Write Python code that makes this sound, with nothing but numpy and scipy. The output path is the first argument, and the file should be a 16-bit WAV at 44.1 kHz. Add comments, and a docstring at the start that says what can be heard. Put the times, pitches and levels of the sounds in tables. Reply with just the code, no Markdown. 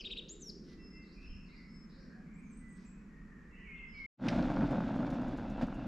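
"""A small bird chips and slurs close by in a conifer wood; others whistle deeper in, over a faint rumble.
Each note is a gliding sine, scattered by the trunks into a diffuse tail. A thrush ends the first scene.
After a moment of silence, another forest track: a bicycle rides away over gravel. Stones drum on its
hollow tyres, pebbles snap aside and grit hisses; the rolling fades with distance."""
import sys
import numpy as np
from scipy import signal
from scipy.fft import rfft, irfft, next_fast_len
from scipy.io import wavfile
from scipy.ndimage import map_coordinates

SR = 44100
rng = np.random.default_rng(int(sys.argv[2]) if len(sys.argv) > 2 else 0)


def generate_wav(sig):
    """Save sig (samples, or channels by samples) to the path in sys.argv[1] as 16-bit PCM at SR."""
    pcm = np.round(np.clip(np.atleast_2d(sig).T, -1, 1) * 32767).astype(np.int16)
    wavfile.write(sys.argv[1], SR, pcm)


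N = 258867

# Background spectra: (frequency [Hz], gain [dB])
RUMBLE_SPECTRUM = [(90, -35), (125, -13.5), (160, -0.5), (190, 2), (250, -3), (320, -19), (450, -34.5)]
HUM_SPECTRUM = [(220, -15), (310, 3.5), (420, 0), (530, -10.5), (650, -20.5), (900, -28)]
WIND_SPECTRUM = [(8.8, -37.5), (15, -4), (32, 4.5), (50, 1), (67, -4), (120, -19), (160, -57.5),
                 (260, -120)]
HUSH_SPECTRUM = [(400, 5.5), (750, -5), (1100, 3.5), (1700, 3), (2400, -2), (3200, -18), (5000, -43.5)]
MIC_HISS_SPECTRUM = [(2500, -4.5), (4500, 0), (7400, -0.5), (8700, -11), (10500, -16.5), (12000, -15),
                     (14000, -20)]
HISS_BURST_SPECTRUM = [(1500, 3), (3000, -2), (5500, 5), (7500, -26), (9000, -19), (14000, -34)]
# Distant drone: (time [s], rumble level [dB], hum level [dB], hum pitch [ratio])
DRONE_CURVES = [(0, -59.5, -63, 1.17), (.85, -53.5, -60, 0.88), (1.35, -57, -70, 0.96),
                (2.5, -51, -72, 0.97), (3.6, -58.5, -69.5, 1), (4.05, -57, -74, 0.92)]
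# Hush of the trees: (time [s], level [dB])
HUSH_CURVE = [(0, -78.5), (.55, -80.5), (.85, -75), (4.05, -72.5)]
# Faint bursts of hiss: (time [s], length [s], level [dB])
HISS_BURSTS = [(0.619, 0.16, -57.5), (1.187, 0.1, -62), (2.732, 0.15, -64.5)]
# Decay among the trunks: (frequency [Hz], T60 [s])
TREE_DECAY = [(500, 1), (2500, 0.7), (5000, 0.74), (9000, 0.37)]
# Wind gusts, coarser gravel, thrown grit: (time [s], half-width [s], rise [dB])
WIND_GUSTS = [(1.335, 0.099, 13.5), (3.3, 0.37, 2), (4.42, 0.23, 4.5)]
ROUGH_PATCHES = [(4.29, 0.043, -1.5), (4.392, 0.0079, 5), (4.635, 0.027, 5), (4.76, 0.072, 4),
                 (5.03, 0.034, 3.5), (5.145, 0.023, 4.5), (5.629, 0.016, 7.5)]
GRIT_SPRAYS = [(4.35, 0.08, 3), (5.63, 0.025, 6.5)]

# Far song: (time [s], length [s], start pitch [Hz], end pitch [Hz], quaver [ratio], level [dB])
WOOD_PHRASES = [(.88, 0.17, 2020, 2007, 0.034, -69.5), (1.135, 0.15, 2560, 2660, 0.07, -65),
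                (1.22, 0.22, 2720, 2620, 0.055, -67.5), (1.455, 0.2, 2190, 2060, 0.04, -64.5),
                (1.679, 0.16, 2125, 2035, 0.02, -76), (1.70, 0.11, 8200, 7700, 0.021, -90),
                (1.9, 0.19, 1710, 1642, 0.1, -73), (2.079, 0.07, 1706, 1800, 0.09, -64),
                (2.231, 0.25, 2174, 2360, 0.0363, -69), (2.356, 0.17, 2490, 2357, 0.042, -78),
                (2.41, 0.11, 6920, 6060, 0.028, -79), (2.625, 0.27, 6660, 6180, 0.067, -85),
                (2.80, 0.2, 2520, 2550, 0.015, -75), (3.059, 0.15, 1908, 1850, 0.03, -68.5),
                (3.25, 0.217, 1848, 1790, 0.055, -66.5), (3.47, 0.29, 1878, 2167, 0.081, -63.5),
                (3.50, 0.15, 2640, 2700, 0.06, -67), (3.56, .46, 2880, 3000, .08, -73.5),
                (3.87, .13, 5120, 5000, .015, -73), (3.655, 0.09, 2440, 2560, 0.04, -62),
                (3.735, 0.07, 2600, 2760, 0.05, -60), (3.93, 0.08, 4510, 4680, 0.17, -71.5),
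                (1.93, .17, 490, 545, .12, -70), (2.14, .06, 680, 780, .08, -74)]
TRACK_PHRASES = [(4.85, 0.37, 3460, 3490, 0.014, -77.5), (5.10, 0.15, 2735, 2725, 0.028, -70.5),
                 (5.42, 0.24, 2720, 2750, 0.04, -71), (5.7, 0.14, 2710, 2730, 0.032, -68)]
# Whistles: (time [s], length [s], start pitch [Hz], end pitch [Hz], level [dB])
CLEAR_WHISTLES = [(.67, .22, 2000, 1965, -67), (.77, .125, 2680, 2680, -70), (.885, .19, 2690, 2665, -67),
                  (.84, .16, 4920, 4860, -76), (.885, .2, 2060, 2110, -66), (2.595, .2, 2020, 1955, -62),
                  (3.56, .11, 1970, 1950, -62), (3.755, .045, 3480, 3480, -75),
                  (3.945, .065, 4460, 4440, -75)]
SEESAW_WHISTLES = [(.79, .22, 5160, 5300, -69.5), (1.228, .19, 5160, 5390, -68.5),
                   (1.66, .2, 5185, 5280, -69.5)]
# Note shapes: (offset [s], pitch [ratio], level [dB])
WARBLE_SHAPE = [(0, 1.07, -10), (.014, 1.06, -3), (.024, .98, -1), (.036, .96, 2), (.043, 1.02, -3),
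                (.049, 1.09, 0), (.06, .985, -5), (.085, 1.02, -2), (.11, .995, -13)]
DIP_SHAPE = [(0, .98, -4), (.018, .86, 0), (.04, .79, -3), (.085, .85, -4), (.105, .92, 5), (.13, 1.02, -3)]
CHIP_SHAPE = [(0, .59, -9), (.007, .77, -3), (.013, .95, -1.5), (.018, .99, 1), (.024, .98, -.5),
              (.030, .8, -2), (.036, .61, -10)]
CHIP_SECOND_VOICE = [(0, 1.02, -15), (.006, 1.05, -8), (.011, 1.16, -13)]
# Onsets of shaped notes: (time [s], pitch [Hz], level [dB])
WARBLE_ONSETS = [(2.5, 7770, -69), (2.681, 8030, -68.5), (2.838, 7580, -68)]
CHIP_ONSETS = [(.038, 3860, -45), (.098, 3800, -44), (.16, 3880, -44.5)]
# Note contours, one list per note: (time [s], pitch [Hz], level [dB])
FLOURISH_NOTES = [
    [(2.333, 7630, -84), (2.358, 7530, -72), (2.368, 8100, -80), (2.38, 7900, -84), (2.394, 8200, -71.5),
     (2.412, 8500, -81)],
    [(2.564, 7930, -78), (2.573, 8720, -64), (2.586, 8900, -73), (2.595, 8210, -67), (2.606, 8300, -71),
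     (2.614, 8600, -67), (2.622, 8200, -80)],
]
THRUSH_NOTES = [
    [(3.655, 2300, -64), (3.69, 2190, -57), (3.72, 2145, -55), (3.79, 2135, -54), (3.825, 2090, -52),
     (3.89, 2070, -54), (3.912, 2065, -65)],
    [(3.938, 2300, -60), (3.955, 2280, -54), (3.987, 2255, -51), (4.0, 2170, -49), (4.07, 2135, -50)],
]
HOARSE_NOTES = [
    [(0, 5200, -54), (.014, 5100, -58), (.022, 4650, -64), (.12, 4700, -72), (.2, 4650, -76)],
]
SLUR_NOTES = [
    [(0, 3200, -33.5), (.005, 2910, -49), (.011, 2320, -42)],
    [(.283, 3680, -43), (.286, 5200, -64), (.290, 6670, -63), (.302, 6870, -64), (.318, 7350, -68.5),
     (.335, 7730, -82)],
    [(.399, 5670, -77), (.407, 8490, -71), (.414, 7380, -73), (.422, 6290, -60), (.445, 5680, -65),
     (.465, 5560, -59), (.487, 5350, -53.5), (.494, 4780, -49), (.501, 3790, -59.5)],
]
# Radiation of the near bird's slurs: (frequency [Hz], gain [dB])
BEAK_SPECTRUM = [(2000, -11.5), (6000, 3.5), (7400, 14.5), (8100, -1.5), (9900, -13), (10900, 8.5),
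                 (12000, 5.5), (13000, -30.5)]

# Rolling and impact spectra: (frequency [Hz], gain [dB])
TYRE_SPECTRUM = [(53, -49), (90, -19), (121, -2), (155, -6), (190, 0.5), (259, 1.5), (281, 0), (415, -18.5),
                 (450, -24.5), (580, -51.5), (990, -120)]
GRAVEL_SPECTRUM = [(150, -10), (300, -23), (420, -6), (540, 2.5), (700, 1), (900, -4.5), (1200, -13.5),
                   (1400, -9), (1650, -12.5), (1900, -32), (2700, -28), (4000, -51.5)]
GRIT_SPECTRUM = [(1200, 9.5), (2200, 7.5), (2700, 5.5), (3100, 1.5), (3500, 4.5), (3950, 0), (5000, -4),
                 (6300, -10), (7500, -14.5), (8500, -28), (10700, -23.5), (12500, -45), (15000, -43.5)]
KNOCK_SPECTRUM = [(200, -7), (400, 1), (560, 5.5), (720, 5.5), (1000, .5), (1250, -3.5), (1550, -1),
                  (1850, -11), (2100, -16), (3000, -32)]
SNAP_SPECTRUM = [(800, -3), (1600, 19), (4000, 13.5), (5800, 9.5), (7500, -15.5), (9000, -8),
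                 (11000, -26.5), (15000, -29.5)]
TICK_SPECTRUM = [(3000, -1), (5000, 10), (7400, 8), (8600, -9.5), (10500, 1.5), (11800, -6.5), (13000, -15),
                 (14800, -23.5)]
# Single impacts: (time [s], level [dB])
STONE_KNOCKS = [(4.238, -32), (4.269, -29), (4.332, -30), (4.394, -28), (4.455, -32), (4.504, -30),
                (4.518, -29), (4.57, -25), (4.61, -31), (4.732, -27), (4.805, -29), (4.838, -32),
                (4.943, -33), (4.963, -32), (5.005, -33), (5.353, -37), (5.397, -34), (5.593, -36),
                (5.612, -29), (5.684, -35), (5.727, -35)]
PEBBLE_SNAPS = [(4.284, -29.5), (4.302, -40.5), (4.425, -41.5), (4.563, -49.5), (5.066, -49.5),
                (5.102, -54), (5.613, -47.5), (5.621, -52)]
GRIT_TICKS = [(4.51, -61), (4.708, -57.5), (4.956, -62), (5.102, -59), (5.133, -64), (5.215, -67),
              (5.281, -63.5), (5.372, -63), (5.498, -60.5), (5.613, -64), (5.621, -59.5), (5.667, -62.5),
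              (5.744, -64.5)]
# Treble band mirrored upward: (frequency [Hz], gain [dB])
MIRROR_SPECTRUM = [(9800, -42.5), (10600, -8), (11400, -6.5), (12000, -4), (12400, -43)]

WOOD_END_S, RIDE_START_S, RIDE_FULL_S = 4.064, 4.172, 4.262
RECEDE_PER_S = .97  # rider's speed over his distance at RIDE_FULL_S
MIRROR_HZ, BAND_LIMIT_HZ = 12000, 14800


def amp(db):
    """Decibels to gain."""
    return 10 ** (np.asarray(db) / 20)


def unit(x):
    """Scale to rms 1."""
    return x / np.sqrt(np.mean(x ** 2) + 1e-20)


def log_interp(points, hz):
    """Interpolate on a log frequency axis."""
    knots_hz, values = np.transpose(points)
    return np.interp(np.log(hz + 1), np.log(knots_hz + 1), values)


def curves(rows):
    """One value per sample for each column after the time."""
    times_s, *columns = np.transpose(rows)
    return [np.interp(np.arange(N) / SR, times_s, column) for column in columns]


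def wobble(rate_hz, count=N):
    """Smooth random curve."""
    knots = rng.standard_normal(int(count * rate_hz / SR) + 4)
    return map_coordinates(knots, [np.arange(count) * rate_hz / SR])


def swells_db(events):
    """Sum of bell-shaped level changes."""
    t = np.arange(N) / SR
    return sum(db * np.exp(-((t - at_s) / width_s) ** 2) for at_s, width_s, db in events)


def add(track, at_s, sound):
    """Mix a sound into a track."""
    start = int(np.clip(round(at_s * SR), 0, N - 1))
    track[start:start + len(sound)] += sound[:N - start]


def colour(x, spectrum):
    """Minimum-phase filter, falling steeply beyond the spectrum's ends."""
    size = 2 * next_fast_len(len(x) // 2 + SR // 8, real=True)
    closed = [(spectrum[0][0] / 2, -90), *spectrum, (spectrum[-1][0] * 2, -90)]
    cepstrum = irfft(np.log(amp(log_interp(closed, np.fft.rfftfreq(size, 1 / SR)))))
    cepstrum[1:size // 2] *= 2
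    cepstrum[size // 2 + 1:] = 0
    return irfft(rfft(x, size) * np.exp(rfft(cepstrum)))[:len(x)]


def noise(spectrum):
    """Coloured noise of rms 1."""
    return unit(colour(rng.standard_normal(N), spectrum))


def spread(mid, side, side_db):
    """Mid and side to left and right."""
    return mid + amp(side_db) * np.array([side, -side])


def pan(x, left_db):
    """Lean a sound to one side."""
    return x * amp([[left_db / 2], [-left_db / 2]])


def trees(x, side_db):
    """Trunks scatter a sound into a diffuse tail."""
    hz, t, bins = signal.stft(rng.standard_normal((2, SR)), SR, nperseg=256)
    decay = amp(-60 * t / log_interp(TREE_DECAY, hz)[:, None])
    tail = signal.istft(bins * decay, SR, nperseg=256)[1]
    mid, side = signal.fftconvolve(x[None], tail / np.linalg.norm(tail[0]), axes=1)[:, :N]
    return spread(mid, side, side_db)


def woodland_air():
    """Distant rumble and drifting hum, the hush of trees, wind and hiss at the microphone."""
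    rumble_db, hum_db, hum_ratio = curves(DRONE_CURVES)
    hush_db, = curves(HUSH_CURVE)
    wind_db = -58 + wobble(2.9) + swells_db(WIND_GUSTS)

    def bass():
        wind = amp(wind_db) * noise(WIND_SPECTRUM)
        rumble = amp(rumble_db) * noise(RUMBLE_SPECTRUM)
        hum = map_coordinates(noise(HUM_SPECTRUM), [np.cumsum(hum_ratio)], order=1, mode="mirror")
        return wind + rumble + amp(hum_db + 2) * hum

    low = pan(spread(bass(), bass(), side_db=-18.5), left_db=-.8)
    hush = amp(hush_db + 3.5) * spread(noise(HUSH_SPECTRUM), noise(HUSH_SPECTRUM), side_db=-6)
    hiss = amp(-84.5) * spread(noise(MIC_HISS_SPECTRUM), noise(MIC_HISS_SPECTRUM), side_db=-6.5)
    return low + hush + hiss


def hiss_bursts():
    """Short, faint, flickering bursts of hiss."""
    envelope = np.zeros(N)
    for at_s, length_s, db in HISS_BURSTS:
        add(envelope, at_s, amp(db) * signal.windows.tukey(int(length_s * SR), .7))
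    bursts = envelope * amp(2.4 * wobble(170)) * noise(HISS_BURST_SPECTRUM)
    return amp(-13.5) * bursts + amp(-19) * trees(bursts, side_db=-2)


def track_wind():
    """Air buffets the microphone by the track."""
    return amp(-48.5 + wobble(7) + swells_db(WIND_GUSTS)) * noise(WIND_SPECTRUM)


def far_birds(phrases):
    """Quavering phrases, heard only as their scattered echo."""
    song = np.zeros(N)
    for at_s, length_s, start_hz, end_hz, quaver, db in phrases:
        count = int(length_s * SR)
        pitch_hz = np.linspace(start_hz, end_hz, count) * (1 + quaver * wobble(130, count))
        envelope = amp(db) * signal.windows.tukey(count, .29)
        add(song, at_s, envelope * np.sin(2 * np.pi * np.cumsum(pitch_hz) / SR))
    return amp(2.5) * trees(song, side_db=-7)


def sing(notes, octave_db, waver, waver_hz=120):
    """Each note is a gliding sine with a weak octave; waver is a share of the pitch."""
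    song = np.zeros(N)
    for note in notes:
        times_s, hz, db = np.transpose(note)
        t = np.arange(times_s[0], max(times_s[-1], times_s[0] + .005), 1 / SR)
        pitch_hz = np.interp(t, times_s, hz) * (1 + waver * wobble(waver_hz, len(t)))
        phase = 2 * np.pi * np.cumsum(pitch_hz) / SR
        edges = np.clip(np.minimum(t - t[0], t[-1] - t) / .002, 0, 1)
        envelope = np.sqrt(2) * edges * amp(np.interp(t, times_s, db))
        add(song, times_s[0], envelope * (np.sin(phase) + amp(octave_db) * np.sin(2 * phase)))
    return song


def repeat(shape, onsets):
    """One note of the same shape at each onset."""
    return [[(at_s + offset_s, hz * ratio, db + rise_db) for offset_s, ratio, rise_db in shape]
            for at_s, hz, db in onsets]


def glide(at_s, length_s, start_hz, end_hz, db):
    """Contour of a straight glide that swells, holds and fades."""
    return [(at_s + share * length_s, start_hz + share * (end_hz - start_hz), db + rise_db)
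            for share, rise_db in [(0, -12), (.21, 0), (.77, 0), (1, -12)]]


def whistle(rows, **voice):
    """Glides whose level flutters on the way through the trees."""
    flutter = amp(2 * wobble(31))
    return flutter * sing([glide(*row) for row in rows], **voice)


def whistling_bird():
    """Clear whistles from the nearer trees, with their echo."""
    song = whistle(CLEAR_WHISTLES, octave_db=-52, waver=.004)
    return pan(amp(-6.5) * song + amp(-10.5) * trees(song, side_db=-2), left_db=-1.5)


def seesaw_bird():
    """Two-note song: a high whistle, then a dipping slur heard only by way of the trees."""
    highs = whistle(SEESAW_WHISTLES, octave_db=-50, waver=.003, waver_hz=150)
    delay_s, dip_hz, dip_db = .225, 5200, -70.5
    onsets = [(at_s + delay_s, dip_hz, dip_db) for at_s, *_ in SEESAW_WHISTLES]
    dips = sing(repeat(DIP_SHAPE, onsets), octave_db=-52, waver=.07, waver_hz=700)
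    return highs + trees(amp(-2) * highs + dips, side_db=-8)


def warbling_bird():
    """A thin warble overhead, with two rising flourishes."""
    song = sing(repeat(WARBLE_SHAPE, WARBLE_ONSETS) + FLOURISH_NOTES, octave_db=-63, waver=.0082)
    return pan(amp(-5) * song + amp(-8.5) * trees(song, side_db=-12), left_db=3.5)


def thrush():
    """Two fluted notes glide down, slightly to the right, and linger among the trunks."""
    song = sing(THRUSH_NOTES, octave_db=-45, waver=.007, waver_hz=150)
    return pan(amp(-3) * song + amp(-4.5) * trees(song, side_db=.5), left_db=-1)


def near_bird(reflection_s=.0072):
    """Three two-voiced chips, a hoarse note and slurs, all doubled by a strong reflection."""
    chips = sing(repeat(CHIP_SHAPE, CHIP_ONSETS), octave_db=-33, waver=.016, waver_hz=800)
    chips += sing(repeat(CHIP_SECOND_VOICE, CHIP_ONSETS), octave_db=-46, waver=.015, waver_hz=200)
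    hoarse = sing(HOARSE_NOTES, octave_db=-34, waver=.055, waver_hz=1400)
    slurs = colour(sing(SLUR_NOTES, octave_db=-29, waver=.0038), BEAK_SPECTRUM)
    direct = amp(-1.5) * (chips + hoarse) + slurs
    reflected = np.pad(direct, (round(reflection_s * SR), 0))[:N]
    song = amp(-3.5) * direct + amp(2.35) * reflected
    return pan(song + amp(-9.5) * trees(song, side_db=-10.5), left_db=1.5)


def contacts(rate_hz, scatter_db):
    """Random impulses of tread on gravel, of varying force."""
    hits = rng.random(N) < rate_hz / SR
    return hits * rng.choice([-1, 1], N) * amp(scatter_db * np.clip(rng.standard_normal(N), -2, 2))


def impacts(events, spectrum, decay_s, scrape):
    """Each impact is a push and a short scrape, coloured by what it strikes."""
    track, t = np.zeros(N), np.arange(SR // 20) / SR
    for at_s, db in events:
        force = (t == 0) + scrape * rng.standard_normal(len(t)) * np.exp(-t / decay_s)
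        sound = colour(force, spectrum)[:len(t)]
        add(track, at_s, amp(db) * sound / np.abs(sound).max())
    return track


def rolling_tyres():
    """Stones drum on the hollow tyres and crunch together, grit hisses; all fade with distance."""
    distance_ratio = 1 + RECEDE_PER_S * np.maximum(np.arange(N) / SR - RIDE_FULL_S, 0)
    roughness = amp(swells_db(ROUGH_PATCHES))
    force = unit(contacts(rate_hz=420, scatter_db=-1))
    drum = amp(-32) * unit(colour(force + .54 * rng.standard_normal(N), TYRE_SPECTRUM))
    crunch = amp(-42) * unit(unit(colour(force, GRAVEL_SPECTRUM)) + .56 * noise(GRAVEL_SPECTRUM))
    small_stones = amp(-51) * unit(colour(contacts(rate_hz=60, scatter_db=5.5), KNOCK_SPECTRUM))
    grit = amp(-54 + swells_db(GRIT_SPRAYS)) * unit(amp(1.1 * wobble(160)) * noise(GRIT_SPECTRUM))
    return (roughness * drum / distance_ratio ** 1.16
            + roughness * (crunch + small_stones) / distance_ratio ** 1.05
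            + roughness ** .19 * grit / distance_ratio ** 1.25)


def bicycle():
    """The tyres roll, knock over stones, snap pebbles aside and fling grit that lands with a tick."""
    rolling = rolling_tyres()
    knocks = amp(-1.2) * impacts(STONE_KNOCKS, KNOCK_SPECTRUM, decay_s=.002, scrape=.06)
    snaps = impacts(PEBBLE_SNAPS, SNAP_SPECTRUM, decay_s=.0054, scrape=1.6)
    ticks = impacts(GRIT_TICKS, TICK_SPECTRUM, decay_s=.016, scrape=2.5)
    return rolling + knocks + snaps + ticks


def scene():
    """The wood stops abruptly; the track with the bicycle fades in, in mono."""
    t = np.arange(N) / SR
    fade_out = np.clip((WOOD_END_S - t) / .006, 0, 1)
    fade_in = np.clip((t - RIDE_START_S) / (RIDE_FULL_S - RIDE_START_S), 0, 1) ** 2.1
    birds = near_bird() + warbling_bird() + whistling_bird() + seesaw_bird() + thrush()
    wood = birds + far_birds(WOOD_PHRASES) + woodland_air() + hiss_bursts()
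    track = bicycle() + track_wind() + far_birds(TRACK_PHRASES).mean(axis=0)
    return fade_out * wood + fade_in * track


def record(dry):
    """The camera faintly mirrors the top treble upward and keeps nothing above its band limit."""
    size = next_fast_len(N + SR // 2)
    hz, spectrum = np.fft.rfftfreq(size, 1 / SR), rfft(dry, size)
    treble = spectrum * amp(log_interp(MIRROR_SPECTRUM, hz)) * (hz > MIRROR_SPECTRUM[0][0])
    mirror_bins = np.clip(np.round((2 * MIRROR_HZ - hz) * size / SR).astype(int), 0, len(hz) - 1)
    mirrored = np.conj(treble[:, mirror_bins])
    return irfft((spectrum + mirrored) * (hz < BAND_LIMIT_HZ), size)[:, :N]


dry = scene()
out = record(dry)
generate_wav(out)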